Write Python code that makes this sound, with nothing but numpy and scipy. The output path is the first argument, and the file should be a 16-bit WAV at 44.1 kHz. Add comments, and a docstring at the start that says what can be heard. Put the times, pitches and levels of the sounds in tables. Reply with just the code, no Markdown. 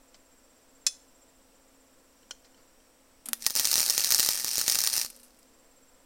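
"""A wire-feed welder lays one short bead on a steel bracket, in a workshop open to the outside.
First the torch knocks on the work and struck steel rings with a bright clink. Then the feed shudders,
sparks spit and the arc catches: it sizzles in step with the mains, pops as molten drops short it out
and leaves the bead frying faintly as it cools. Underneath sit still air, machine hum, a fan that sags
under the load, one insect's chirping wing strokes and the thin buzz of others farther off."""
import sys
import numpy as np
from scipy import signal
from scipy.fft import rfft, irfft
from scipy.io import wavfile

SR = 44100
rng = np.random.default_rng(int(sys.argv[2]) if len(sys.argv) > 2 else 0)


def to_wav(sig):
    """Store sig (one row per channel, or 1-D mono) as 16-bit WAV at the path in sys.argv[1].

    Samples outside -1..1 are clipped; the rate is SR.
    """
    pcm = np.clip(np.atleast_2d(sig), -1, 1) * 32767
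    pcm = np.round(pcm).astype(np.int16)
    wavfile.write(sys.argv[1], SR, pcm.T)  # frames by channels


N = 266805
TIME = np.arange(N) / SR

# bed of still air, near and far: (frequency [Hz], relative level [dB])
AIR_COLOUR = [(20, 3.5), (60, -10), (160, -17.5), (255, -6), (380, -16), (500, -4.5), (640, -12.5),
              (2000, -19.5), (4200, -24), (5500, -21), (6600, -25), (8000, -16.5), (9500, -26),
              (16000, -27)]
# partials of the machine hum: (frequency [Hz], level [dB])
HUM_PARTIALS = [(334, -79.5), (536, -81.5), (668, -82), (1003, -84.5), (1336, -84)]
# bouts of chirping: (start [s], end [s], pitch [Hz], level [dB])
CHIRP_BOUTS = [(0, 1.418, 7450, -65), (1.5, 2.85, 7370, -70), (5.396, 6.05, 7500, -65)]
# the torch tapping and brushing the work: (time [s], level [dB], t60 [s], brightness [dB/octave])
TORCH_KNOCKS = [(0.144, -52.5, .088, -7.5), (2.23, -62, .048, -11), (2.309, -34, .038, -4.5),
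                (2.445, -55.5, .13, -8), (2.545, -58, .056, -12), (2.575, -58.5, .38, -10.5),
                (2.802, -63, .06, -11)]
# ring of the torch nozzle: (frequency [Hz], relative level [dB], t60 [s])
NOZZLE_MODES = [(1460, -11, .045), (2900, -3, .02), (3100, 1, .022), (3140, -23, .14), (4204, -8, .045),
                (5400, -10, .06), (5800, -7, .035), (6245, -22, .13), (6918, -21, .11)]
# thud of any contact: (frequency [Hz], relative level [dB])
THUD_COLOUR = [(100, -38), (800, -20), (1450, -12.5), (2000, -9.5), (2900, -9), (3700, -7), (4500, 2.5),
               (6400, 2.5), (8000, -3.5), (11000, -9.5), (16000, -31)]
# steel hitting steel: (time [s], thud level [dB], thud t60 [s], brightness [dB/octave], ring level [dB])
STEEL_HIT = (.8655, -17.5, .055, 1.0, -24.5)
# ring of the struck steel: (frequency [Hz], relative level [dB], t60 [s])
CLINK_MODES = [(1150, -22, .06), (1820, -18, .06), (2545, -9, .08), (3440, -14, .19), (3510, -15, .12),
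               (4370, -14, .06), (5210, -1, .085), (5350, -1, .08), (5860, -3, .06), (6200, -4, .06),
               (6290, -14, .19), (6900, -12, .09), (7240, 0, .065), (7370, 0, .07), (8380, -11, .05),
               (8990, -10, .05), (9528, -14, .18), (11000, -14, .05)]
# sparks as the wire touches and as the bead cools: (time [s], level [dB], t60 [s])
SPARK_SPURTS = [(3.2574, -35.5, 0.068), (3.2867, -26, 0.026), (3.3322, -6, .0025), (3.3353, -32, 0.029),
                (5.101, -37.5, 0.034), (5.163, -45, 0.023), (5.2, -51.5, .06), (5.232, -51.5, 0.14),
                (5.389, -56, 0.062)]
# bright hiss of the sparks: (frequency [Hz], relative level [dB])
SPARK_COLOUR = [(100, -15.5), (1000, -8.5), (3000, -5), (6000, -4.5), (9000, 5), (12000, 3), (16000, -17.5)]
# dull body of the wire feed: (frequency [Hz], relative level [dB])
FEED_COLOUR = [(100, -24), (190, -7), (235, 5.5), (400, -10.5), (1000, -10), (3000, -19), (8000, -29)]
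# featured drops bursting in the arc: (time [s], relative level [dB], thump offset [dB])
BIG_DROPS = [(3.3325, -14, 5), (3.4649, -1, -1), (3.5064, -17.5, 6), (3.5534, -12, -12), (3.5627, -8.5, 6),
             (3.5967, -5, 10.5), (3.6539, -5.5, 7.5), (3.7298, -12, -12), (3.756, -7.5, 10),
             (3.7804, -7.5, 8), (3.8046, -7, 8.5), (3.9053, -7.5, 0), (3.9792, -5.5, 10.5), (4.0458, -5, 2),
             (4.1062, -8.5, -1), (4.1222, -3.5, -3), (4.1892, -14, 1), (4.1966, -4.5, 9.5),
             (4.2624, -10, -16), (4.2891, -4.5, 10.5), (4.4461, -12.5, 6.5), (4.5813, -14, 11),
             (4.6137, -12.5, -14), (4.6808, -4, 10.5), (4.7222, -9, -17), (4.7471, -15, -2),
             (4.7642, -20, 11.5), (4.7886, -9, -18), (4.8385, -8, -15), (4.8733, -4, 3), (5.0481, -20.5, 7)]
# crack of a bursting drop: (frequency [Hz], relative level [dB])
CRACK_COLOUR = [(100, -21.5), (1200, -11), (3300, -12.5), (4400, -3.5), (5900, 0.5), (7400, -6), (9000, -4),
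                (11000, -7.5), (13000, -5), (16000, -5)]
# ring of the steel around the arc: (frequency [Hz], relative level [dB], t60 [s])
BRACKET_MODES = [(640, -55, .05), (890, -60, .05), (1885, -45, .06), (4469, -54, .12), (4733, -55, .13),
                 (5007, -55, .12), (5978, -53, .1), (6911, -57, .13), (8437, -52, .09), (9135, -55, .13),
                 (10185, -55, .1), (13333, -56, .1)]
# level ride of the burning arc: (time [s], relative level [dB])
ARC_RIDE = [(3.57, -23.5), (3.79, -24), (3.84, -27), (4.26, -22), (4.42, -30.5), (4.6, -24.5),
            (4.65, -28.5), (4.72, -22.5), (4.91, -30), (4.95, -23), (5.01, -26)]
# sizzle of the arc: (frequency [Hz], relative level [dB])
SIZZLE_COLOUR = [(30, -21), (200, -31), (700, -15.5), (1300, -17.5), (2300, -10.5), (3500, -13),
                 (4300, -3.5), (5900, 0), (6900, -7), (7800, -7.5), (8800, -3), (11300, -11), (13500, -6.5),
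                 (16000, -21)]

MAINS_HZ = 60
# cues: the wire starts, a weak arc lights, it catches fully, it is let go
WIRE_S, LIGHT_S, CATCH_S, OFF_S = 3.26, 3.39, 3.548, 5.02


def from_db(db):
    return 10 ** (np.asarray(db) / 20)


def unit_rms(x):
    return x / np.sqrt(np.mean(x ** 2) + 1e-20)


def drift(per_s):
    """A random wobble of unit RMS, gliding to per_s new values a second."""
    knots = rng.standard_normal(2048)
    return unit_rms(np.interp(TIME * per_s, np.arange(len(knots)), knots))


def decay(start, t60):
    """A hard attack that dies away."""
    return (TIME >= start) * 1000 ** (-np.maximum(TIME - start, 0) / t60)


def gate(start, end, attack, release):
    """Fades in from the start, holds at 1 and fades out after the end."""
    return np.clip(np.minimum((TIME - start) / attack, 1 - (TIME - end) / release), 0, 1)


def tone(hz, db, waver):
    """A sine whose pitch and level wander a little."""
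    phase = 2 * np.pi * np.cumsum(hz * (1 + waver * drift(25))) / SR
    return np.sqrt(2) * from_db(db) * np.sin(phase) * from_db(2 * drift(9))


def colour(x, curve, tilt_db=0, size=8192):
    """Minimum-phase EQ along a curve, tilted by tilt_db per octave; white noise keeps its power."""
    hz, db = np.transpose(curve)
    octave = np.log2(np.maximum(np.fft.rfftfreq(size, 1 / SR), hz[0]))
    gain = unit_rms(from_db(np.interp(octave, np.log2(hz), db) + tilt_db * octave))
    cepstrum = irfft(np.log(gain))
    cepstrum[1:size // 2] *= 2
    cepstrum[size // 2 + 1:] = 0
    return signal.fftconvolve(x, irfft(np.exp(rfft(cepstrum))))[:N]


def ring(drive, modes):
    """Ringing metal: each mode is a damped resonator with its own level."""
    out = np.zeros(N)
    for k, (hz, db, t60) in enumerate(modes):
        radius, angle = 1000 ** (-1 / (t60 * SR)), 2 * np.pi * hz / SR
        poles = [1, -2 * radius * np.cos(angle), radius ** 2]
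        out += (-1) ** k * from_db(db) * signal.lfilter([0, np.sin(angle)], poles, drive + 1e-18)
    return out


def echoes(x, level_db, t60, per_s):
    """A tail of scattered reflections, from surfaces too small to return the bass."""
    taps = rng.standard_normal(N) * (rng.random(N) < per_s / SR) * decay(.0006, t60)
    taps = signal.lfilter(*signal.butter(1, 1200, "high", fs=SR), taps[:SR])
    taps /= np.sqrt(np.sum(taps ** 2) + 1e-20)
    return from_db(level_db) * signal.fftconvolve(x, taps)[:N]


def still_air(level_db=-61):
    """A soft, dark bed of noise."""
    return from_db(level_db) * colour(rng.standard_normal(N), AIR_COLOUR)


def cooling_fan(blade_hz=267, idle_db=-73, sag_hz=34, load_db=4.5):
    """The blade tone sinks and swells while the welder draws current, then recovers."""
    load = gate(WIRE_S, OFF_S, attack=.03, release=.51)
    return tone(blade_hz - sag_hz * load, idle_db + load_db * np.sqrt(load), waver=.00613)


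def machine_hum():
    """A steady drone of a few faint partials."""
    return sum(tone(hz, db, waver=.0022) for hz, db in HUM_PARTIALS)


def insect(chirps_per_s=17, pitch_fall=.0444, fade_s=.046):
    """Every wing stroke is a short raspy note that falls in pitch."""
    stroke = np.cumsum(chirps_per_s * (1 + .052 * drift(.82))) / SR % 1
    rasp = 1 + .01 * drift(900)
    swell = np.sin(np.pi * stroke) ** 4
    bend = rasp * (1 - pitch_fall * (stroke - .5))
    return swell * sum(gate(start, end, fade_s, fade_s) * tone(hz * bend, db, waver=.0012)
                       for start, end, hz, db in CHIRP_BOUTS)


def far_insects(pitch_hz=5640, level_db=-78.5, rasp=.028):
    """Distant insects merge into one thin, unbroken buzz."""
    return tone(pitch_hz * (1 + rasp * drift(330)), level_db, waver=.0038)


def contact(start, thud_db, t60, tilt_db, ring_db, modes):
    """A short rattling thud with little bass, which leaves the metal ringing."""
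    burst = from_db(thud_db) * decay(start, t60) * rng.standard_normal(N)
    thud = colour(burst, THUD_COLOUR, tilt_db)
    click = np.zeros(N)
    click[round(start * SR)] = from_db(ring_db)
    # the modes take the blow a moment apart, as it travels through the part
    ringing = sum(np.roll(ring(click, [mode]), rng.integers(SR // 800)) for mode in modes)
    return signal.sosfilt(signal.butter(2, 330, "high", fs=SR, output="sos"), thud + ringing)


def torch_knocks():
    """The torch is set on the work; a slow brush rings the nozzle less than a quick tap."""
    out = np.zeros(N)
    for start, db, t60, tilt_db in TORCH_KNOCKS:
        ring_db = db - 20 * np.log10(t60 / .057)
        out += contact(start, db, t60, tilt_db, ring_db, NOZZLE_MODES)
    return out


def steel_clink():
    """One steel part strikes another and rings brightly."""
    return contact(*STEEL_HIT, CLINK_MODES)


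def sparks():
    """Each spurt of sparks is a quick burst of bright hiss."""
    spurts = sum(from_db(db) * decay(start, t60) for start, db, t60 in SPARK_SPURTS)
    return colour(spurts * rng.standard_normal(N), SPARK_COLOUR)


def wire_feed(level_db=-54, attack_s=.009, hold_s=.03, release_s=.066):
    """A short, dull shudder as the wire is pushed out."""
    shudder = gate(WIRE_S, WIRE_S + attack_s + hold_s, attack_s, release_s)
    return from_db(level_db) * shudder * colour(rng.standard_normal(N), FEED_COLOUR)


def drop_pops(crack_db=12.5, spatter_db=-11, spatter_t60=.0088, thump_db=-1, thump_hz=1300):
    """Each drop bursts with one crack and a spray of spatter; the heated air adds a thump."""
    times, db, thump_offset_db = np.vstack([BIG_DROPS, small_drops()]).T
    at = np.round(times * SR).astype(int)
    cracks, thumps = np.zeros((2, N))
    cracks[at] = from_db(db + crack_db)
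    thumps[at] = from_db(db + thump_offset_db + thump_db)
    tail = decay(0, spatter_t60)[:SR // 10]
    spray = signal.fftconvolve(cracks, tail / np.sqrt(np.sum(tail ** 2)))[:N]
    spatter = from_db(spatter_db) * spray * rng.standard_normal(N)
    return cracks + spatter, signal.lfilter(*signal.butter(2, thump_hz, fs=SR), thumps + 1e-18)


def arc_envelope(weak_db=-13.5, light_rise_s=.043, catch_rise_s=.024, cooling_db=-51.5):
    """The arc lights weakly, catches, burns and dies quickly; the hot bead fries on as it cools."""
    weak = from_db(weak_db) * gate(LIGHT_S, CATCH_S, light_rise_s, catch_rise_s)
    catch = np.clip((TIME - CATCH_S) / catch_rise_s, 0, 1)
    burn = (TIME < OFF_S) + decay(OFF_S, t60=.17)
    cooling = from_db(cooling_db) * decay(OFF_S, t60=1.48)
    ride = from_db(np.interp(TIME, *np.transpose(ARC_RIDE)))
    return ride * (weak + catch * burn) + cooling


def sizzle(trim_db=-3.5, uneven_db=5, spit_t60=.0094, swing_db=2.5, grain_db=3.5, grains_per_s=7000):
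    """The arc spits near each crest of the rectified current, never twice alike, and fizzes between."""
    half_cycles = 2 * MAINS_HZ * TIME
    crest, scatter = .68, .13  # fractions of a half cycle
    late, strength = np.clip(rng.standard_normal((int(half_cycles[-1]) - 1, 2)), -2, 2).T
    at = (np.arange(len(late)) + crest + scatter * late) * SR / (2 * MAINS_HZ)
    clicks = np.zeros(N)
    clicks[at.astype(int)] = from_db(uneven_db * strength)
    spits = signal.lfilter([1], [1, -1000 ** (-1 / (spit_t60 * SR))], clicks)
    fizz = .245 * from_db(swing_db * np.cos(2 * np.pi * (half_cycles - crest)))
    # both are made of countless tiny bursts of uneven size
    grains = (rng.random(N) < grains_per_s / SR) * rng.choice([-1, 1], N)
    sizes = from_db(grain_db * np.minimum(rng.exponential(1, N), 4))
    return from_db(trim_db) * arc_envelope() * unit_rms((spits + fizz) * grains * sizes)


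def small_drops(per_s=17, over_ride_db=6, spread_db=1, thump_spread_db=5):
    """Lesser drops burst at random, following the arc's level; columns as in BIG_DROPS."""
    wait, softness, thump = np.clip(rng.standard_normal((200, 3)), -2, 2).T
    times = CATCH_S + np.cumsum(np.exp(.5 * wait)) / per_s
    db = np.interp(times, *np.transpose(ARC_RIDE)) + over_ride_db - spread_db * softness
    return np.column_stack([times, db, thump_spread_db * thump])[times < OFF_S]


def weld(ring_db=1.5):
    """Sparks over an arc in a nook of steel: the bracket rings and nearby metal throws the arc back."""
    cracks, thumps = drop_pops()
    frying = sizzle()
    bracket = from_db(ring_db) * ring(frying + cracks, BRACKET_MODES)
    arc = colour(frying, SIZZLE_COLOUR) + colour(cracks, CRACK_COLOUR) + thumps + bracket
    return arc + sparks() + echoes(arc, level_db=-9, t60=.036, per_s=4800)


def scene():
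    """The work up front with a short room tail, over a quiet bed of air, machines and insects."""
    work = weld() + steel_clink() + torch_knocks() + wire_feed()
    air = still_air()
    room = echoes(work, level_db=-20, t60=.36, per_s=3200)
    bed = air + cooling_fan() + machine_hum() + insect() + far_insects()
    return (work + room + bed)[None]


def record(dry, ceiling=.9, cutoff_hz=15850):
    """The loudest cracks clip, and a steep low-pass takes off the very top."""
    low_pass = signal.ellip(10, .2, 70, cutoff_hz, fs=SR, output="sos")
    return signal.sosfilt(low_pass, np.clip(dry, -ceiling, ceiling))


dry = scene()
out = record(dry)
to_wav(out)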